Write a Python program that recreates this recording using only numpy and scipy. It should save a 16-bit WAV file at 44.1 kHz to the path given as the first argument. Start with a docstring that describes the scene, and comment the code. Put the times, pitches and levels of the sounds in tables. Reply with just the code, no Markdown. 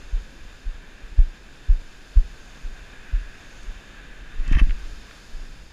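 """Surf cast from a body-worn camera

An angler walks over wet sand to the surf and casts. Each footfall reaches the camera through the
body as a deep thud. The cast jolts the mount, which knocks, scrapes and clicks while air buffets
the plastic case. The surf hisses on, coloured by the case's resonances."""
import sys
import numpy as np
from scipy import signal
from scipy.fft import rfft, irfft, next_fast_len
from scipy.io import wavfile
from scipy.ndimage import uniform_filter1d

SR = 44100
rng = np.random.default_rng(int(sys.argv[2]) if len(sys.argv) > 2 else 0)


def dump_mix(stems):
    """Bounce the given channels to the path in sys.argv[1] as a 16-bit WAV at rate SR."""
    frames = np.atleast_2d(stems).T  # one column per channel
    limited = np.clip(frames, -1, 1)  # hard clip at full scale
    pcm = np.round(limited * 32767).astype(np.int16)
    wavfile.write(sys.argv[1], SR, pcm)


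N = 252604
T = np.arange(N) / SR
LEAD_S = 0.1  # start of a thud to the centre of its push


def footsteps(toe_lag_s=0.0786, toe_ms=6.1, slap_decay_s=0.0029):
    """Deep thuds, heel then forefoot; a hard heel also knocks the mount and slaps the wet sand."""
    # footfalls: t/s, heel peak/dB, sway f/Hz, sway width/Hz, heel hardness/dB
    steps = [(0.134, -15, 31.5, 10.5, -9), (0.666, -20, 29, 13, -14), (1.039, -28, 28, 53, -6),
             (1.189, -3, 28, 15.7, -0.5), (1.697, -5.5, 29.2, 12.2, -19), (2.171, -2.5, 27.6, 23, -3),
             (2.647, -22, 23.7, 14, -12), (3.136, -12.5, 35.2, 11, -14), (3.683, -23, 27, 28, -6),
             (5.333, -25, 23.2, 5, -16)]
    out, t = np.zeros(N), T[:SR // 5]
    sand_lowpass = signal.butter(3, 1500, fs=SR, output="sos")  # wet sand swallows treble
    for s, db, hz, width_hz, hard_db in steps:
        heel_ms = 1000 * (0.16 - 0.0033 * db) / hz  # lighter steps land more slowly
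        add(out, s - LEAD_S, thud(heel_ms, hz, width_hz, db))
        add(out, s + toe_lag_s - LEAD_S, thud(toe_ms, hz, width_hz, 0.21 * db - 27))
        add(out, s, knock(db - 24 + hard_db))
        grains = rng.standard_normal(len(t)) * np.exp(-t / slap_decay_s)
        slap = signal.sosfilt(sand_lowpass, resonate(grains, hz=750, width_hz=2000))
        add(out, s, peak(slap, db - 29 + 3 * hard_db))
    return out


def jolts(sway_lag_s=0.0052):
    """The rod's swing knocks the camera against its mount; it sways after."""
    # jolts of the mount: t/s, sway peak/dB, contact/ms, knock peak/dB
    hits = [(4.352, -25, 7.6, -62), (4.392, -14.5, 11, -65), (4.479, -16, 11, -31),
            (4.514, -8.5, 10.4, -16), (4.553, -9.5, 3.7, -27), (4.572, -15, 6, -19.5),
            (4.616, -3.5, 6.2, -15.5), (4.669, -20, 17, -30), (4.69, -10, 7.8, -32), (4.832, -23, 9.4, -63)]
    out = np.zeros(N)
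    for s, sway_db, contact_ms, knock_db in hits:
        sway = thud(contact_ms, sway_hz=20, width_hz=20, db=sway_db, leak_hz=8.8)
        add(out, s + sway_lag_s - LEAD_S, sway)
        add(out, s - 0.001, knock(knock_db))
    return out


def thud(contact_ms, sway_hz, width_hz, db, leak_hz=12, roundness=6.4):
    """A soft push sets the camera swaying; the slowest part leaks away."""
    t_ms = (T[:SR // 2] - LEAD_S) * 1000
    push = (1 + (t_ms / contact_ms) ** 2 / roundness) ** -roundness
    sway = resonate(push, sway_hz, width_hz, high=True)
    return peak(resonate(sway, leak_hz, np.sqrt(2) * leak_hz, high=True), db)


def knock(db, lowpass_hz=370, bump_s=0.00246):
    """A padded bump rings the mount's modes."""
    # modes of the mount: f/Hz, t60/s, relative level/dB
    modes = [(116, 0.051, 10), (160, 0.048, -2), (227, 0.083, -7.5), (254, 0.075, -3.5), (334, .03, -37)]
    t = T[:SR // 5]
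    ring = sum(undb(mode_db - 60 * t / t60_s) * np.cos(2 * np.pi * hz * t)
               for hz, t60_s, mode_db in modes)
    ring = signal.sosfilt(signal.butter(5, lowpass_hz, fs=SR, output="sos"), ring)
    bump = np.sin(np.pi * np.minimum(t / bump_s, 1)) ** 4
    return peak(peak(ring, 0) + 0.33 * bump, db)


def scrape(slips_per_s=2200):
    """Dense uneven slips of the mount ring the plastic, over a smoother rub."""
    # rub spectrum: f/Hz, relative level/dB
    spectrum = [(400, -26.5), (600, -8), (800, -14), (1400, -4), (2000, -0.5), (3100, -9.5), (3500, -16.5),
                (4200, -24), (5800, -17.5), (8400, -45), (10000, -25.5), (11500, -43), (14000, -47)]
    # resonances of the plastic: f/Hz, width/Hz, lift/dB
    resonances = [(1110, 180, 7), (1590, 96, 2), (1850, 250, 6.5), (2350, 38, 7.5), (2637, 180, 12),
                  (2730, 43, 0), (3083, 120, 10)]
    # rasps as the mount gives way: t/s, level/dB
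    rasps = [(4.535, -33.5), (4.552, -34), (4.597, -25)]
    slips = (rng.random(N) < slips_per_s / SR) * rng.choice([-1, 1], N)
    slips = slips * undb(2 * rng.standard_normal(N))
    rub = 0.11 * rng.standard_normal(N)
    force = surge(s=4.53, db=-40, rise_db_per_s=118, fall_db_per_s=118)  # strain of the swing
    for s, db in rasps:
        force = np.hypot(force, surge(s, db, rise_db_per_s=680, fall_db_per_s=1100))
    return colour(slips + rub, spectrum, resonances) * force


def clicks(decay_s=0.0024):
    """Short rattles of hard plastic, each about an octave wide."""
    # tackle clicks: t/s, peak/dB, f/Hz
    rattles = [(3.632, -41, 6000), (4.479, -35.5, 5670), (4.524, -33, 5670), (4.529, -29, 2100),
               (4.551, -26, 2290), (4.567, -28.5, 1410), (4.695, -28.5, 2220), (4.707, -28.5, 2100),
               (5.11, -35, 1950)]
    out, t = np.zeros(N), T[:SR // 20]
    for s, db, hz in rattles:
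        burst = rng.standard_normal(len(t)) * np.exp(-t / decay_s)
        band = signal.butter(3, [0.65 * hz, 1.35 * hz], "band", fs=SR, output="sos")
        add(out, s, peak(signal.sosfilt(band, burst), db))
    return out


def buffet(breeze_db=-43, gust_db=2):
    """Slow eddies on the case: a breeze, plus the rush of the swing."""
    # eddy spectrum: f/Hz, relative level/dB
    spectrum = [(12, 0), (24, -7.5), (42, -7.5), (62, -19), (100, -29), (200, -34.5), (500, -58)]
    swing = surge(s=4.58, db=-20.5, rise_db_per_s=60, fall_db_per_s=45)
    airflow = np.hypot(undb(breeze_db), swing)
    return colour(rng.standard_normal(N), spectrum) * airflow * undb(gust_db * wander(12))


def surf(churn_db=0.78, shade_db=-3.5, bubbles_per_s=2500):
    """Breakers roar, wash churns the sand, foam bursts in tiny bubbles; turning aside dulls it."""
    # spectra of breakers, wash and foam: f/Hz, relative level/dB
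    roar_spectrum = [(50, -2.5), (130, -1.5), (280, -3), (480, -7), (800, -12), (1200, -24.5), (2500, -72)]
    wash_spectrum = [(500, -12), (950, -1.5), (1500, 1), (2100, -2), (2800, -6), (3700, -6.5),
                     (5000, -19.5), (9000, -25.5)]
    foam_spectrum = [(2500, -16), (4300, -3), (5200, -4.5), (5800, -9), (7200, -12.5), (7900, -16),
                     (10500, -17.5), (11500, -21), (15000, -27)]
    # air resonances of the case: f/Hz, width/Hz, lift/dB
    case = [(1628, 303, 5.5), (2584, 576, 6), (3100, 190, 4), (3584, 293, 5.5), (6220, 136, 6.5),
            (6920, 950, 7.5), (10300, 760, 2)]
    # case hollows rung by the wash, most when side-on: f/Hz, width/Hz, relative level/dB
    hollows = [(1644, 410, -0.5), (2510, 550, -8)]
    # slow swell of the sea: t/s, wash base level/dB, foam base level/dB
    swell = [(0, -52, -57), (1.6, -52.5, -58), (3.4, -51, -53.5), (4.2, -51, -58), (4.95, -50.5, -54.5),
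             (5.45, -53.5, -55), (5.73, -54.5, -57.5)]
    # body turns away from the sea: centre t/s, half length/s, angle/quarter turns
    turns = [(.92, .25, 0.67), (3.134, 0.42, 1.13), (4.095, 0.37, 0.83)]
    wash_db, foam_db = curves(swell)
    aside = sum(angle * np.exp(-((T - s) / half_s) ** 2) for s, half_s, angle in turns)
    foam_db = foam_db + shade_db * aside
    hollow_db = wash_db - 9 + 8.6 * aside
    roar_db = -52.5 + 0.74 * (wash_db - wash_db.mean())
    pops = (rng.random(N) < bubbles_per_s / SR) * rng.standard_normal(N)
    bubbles = unit(pops * undb(3 * rng.standard_normal(N)))
    roar = colour(rng.standard_normal(N), roar_spectrum) * undb(roar_db + 0.5 * wander(7.5))
    wash = colour(rng.standard_normal(N), wash_spectrum, case)
    wash *= undb(wash_db + churn_db * wander(22.34))
    foam = colour(rng.standard_normal(N) + 0.2 * bubbles, foam_spectrum, case)
    foam *= undb(foam_db - 1.54 + 0.44 * wander(10))
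    ring = unit(sum(undb(db) * hiss(hz, width_hz) for hz, width_hz, db in hollows))
    ring *= undb(hollow_db + churn_db * wander(22.25))
    # facing the foam lets in a direct hiss, which swells faster than the rest
    direct = hiss(hz=4900, width_hz=1100) * undb(-68 + 2 * (foam_db - foam_db.mean()))
    return roar + wash + foam + ring + direct


def sheen(slope_db_per_s=37):
    """A thin high hiss comes and goes over the surf."""
    # swells of the hiss: t/s, level/dB
    swells = [(.03, -63), (2.5, -65), (3.6, -61.5)]
    gain = sum(surge(s, db, slope_db_per_s, slope_db_per_s) for s, db in swells)
    return hiss(hz=6440, width_hz=940) * gain


def undb(db):
    """Decibels to gain."""
    return 10 ** (np.asarray(db) / 20)


def unit(x):
    """Scale to rms 1."""
    return x / np.sqrt(np.mean(x ** 2))


def peak(x, db):
    """Scale to a peak level."""
    return x * undb(db) / np.max(np.abs(x))


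def add(out, s, x):
    """Mix x in at time s."""
    i = int(s * SR)
    out[i:i + len(x)] += x[:N - i]


def curves(rows):
    """Table columns, interpolated linearly in time."""
    s, *columns = np.transpose(rows)
    return [np.interp(T, s, column) for column in columns]


def surge(s, db, rise_db_per_s, fall_db_per_s):
    """Gain that peaks at time s and dies away."""
    return undb(db - np.maximum((s - T) * rise_db_per_s, (T - s) * fall_db_per_s))


def wander(rate_hz):
    """Smooth random drift; rms 1."""
    hold = int(SR / rate_hz)
    held = rng.standard_normal(1024)[np.arange(N) // hold % 1024]
    return unit(uniform_filter1d(uniform_filter1d(held, hold), hold))


def colour(x, spectrum, resonances=()):
    """Shape by a spectrum and bell-shaped resonances; rms 1."""
    size = next_fast_len(N)
    f = np.arange(size // 2 + 1) * SR / size
    hz, db = np.transpose(spectrum)
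    gain_db = np.interp(np.log(f + 1), np.log(hz), db)
    for centre_hz, width_hz, lift_db in resonances:
        gain_db += lift_db / (1 + (2 * (f - centre_hz) / width_hz) ** 4)
    skirts = np.minimum(f / hz[0], 1) ** 2 / np.maximum(f / hz[-1], 1) ** 2
    return unit(irfft(rfft(x, size) * undb(gain_db) * skirts, size)[:N])


def resonate(x, hz, width_hz, high=False):
    """Two-pole band-pass, or resonant high-pass."""
    w = 2 * np.pi * min(hz, SR / 3) / SR
    damping = np.sin(w) * width_hz / hz / 2
    numerator = [1, -2, 1] if high else [damping, 0, -damping]
    return signal.lfilter(numerator, [1 + damping, -2 * np.cos(w), 1 - damping], x)


def hiss(hz, width_hz):
    """Noise in one steep resonance; rms 1."""
    band = resonate(rng.standard_normal(N), hz, width_hz)
    return unit(resonate(band, hz, width_hz))


def scene():
    """Surf, walk and cast; mono."""
    return (surf() + buffet() + footsteps() + jolts() + scrape() + clicks() + sheen())[None]


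def record(dry, cutoff_hz=15300):
    """The camera's steep low-pass."""
    return signal.sosfilt(signal.ellip(10, 0.2, 80, cutoff_hz, fs=SR, output="sos"), dry)


dry = scene()
out = record(dry)
dump_mix(out)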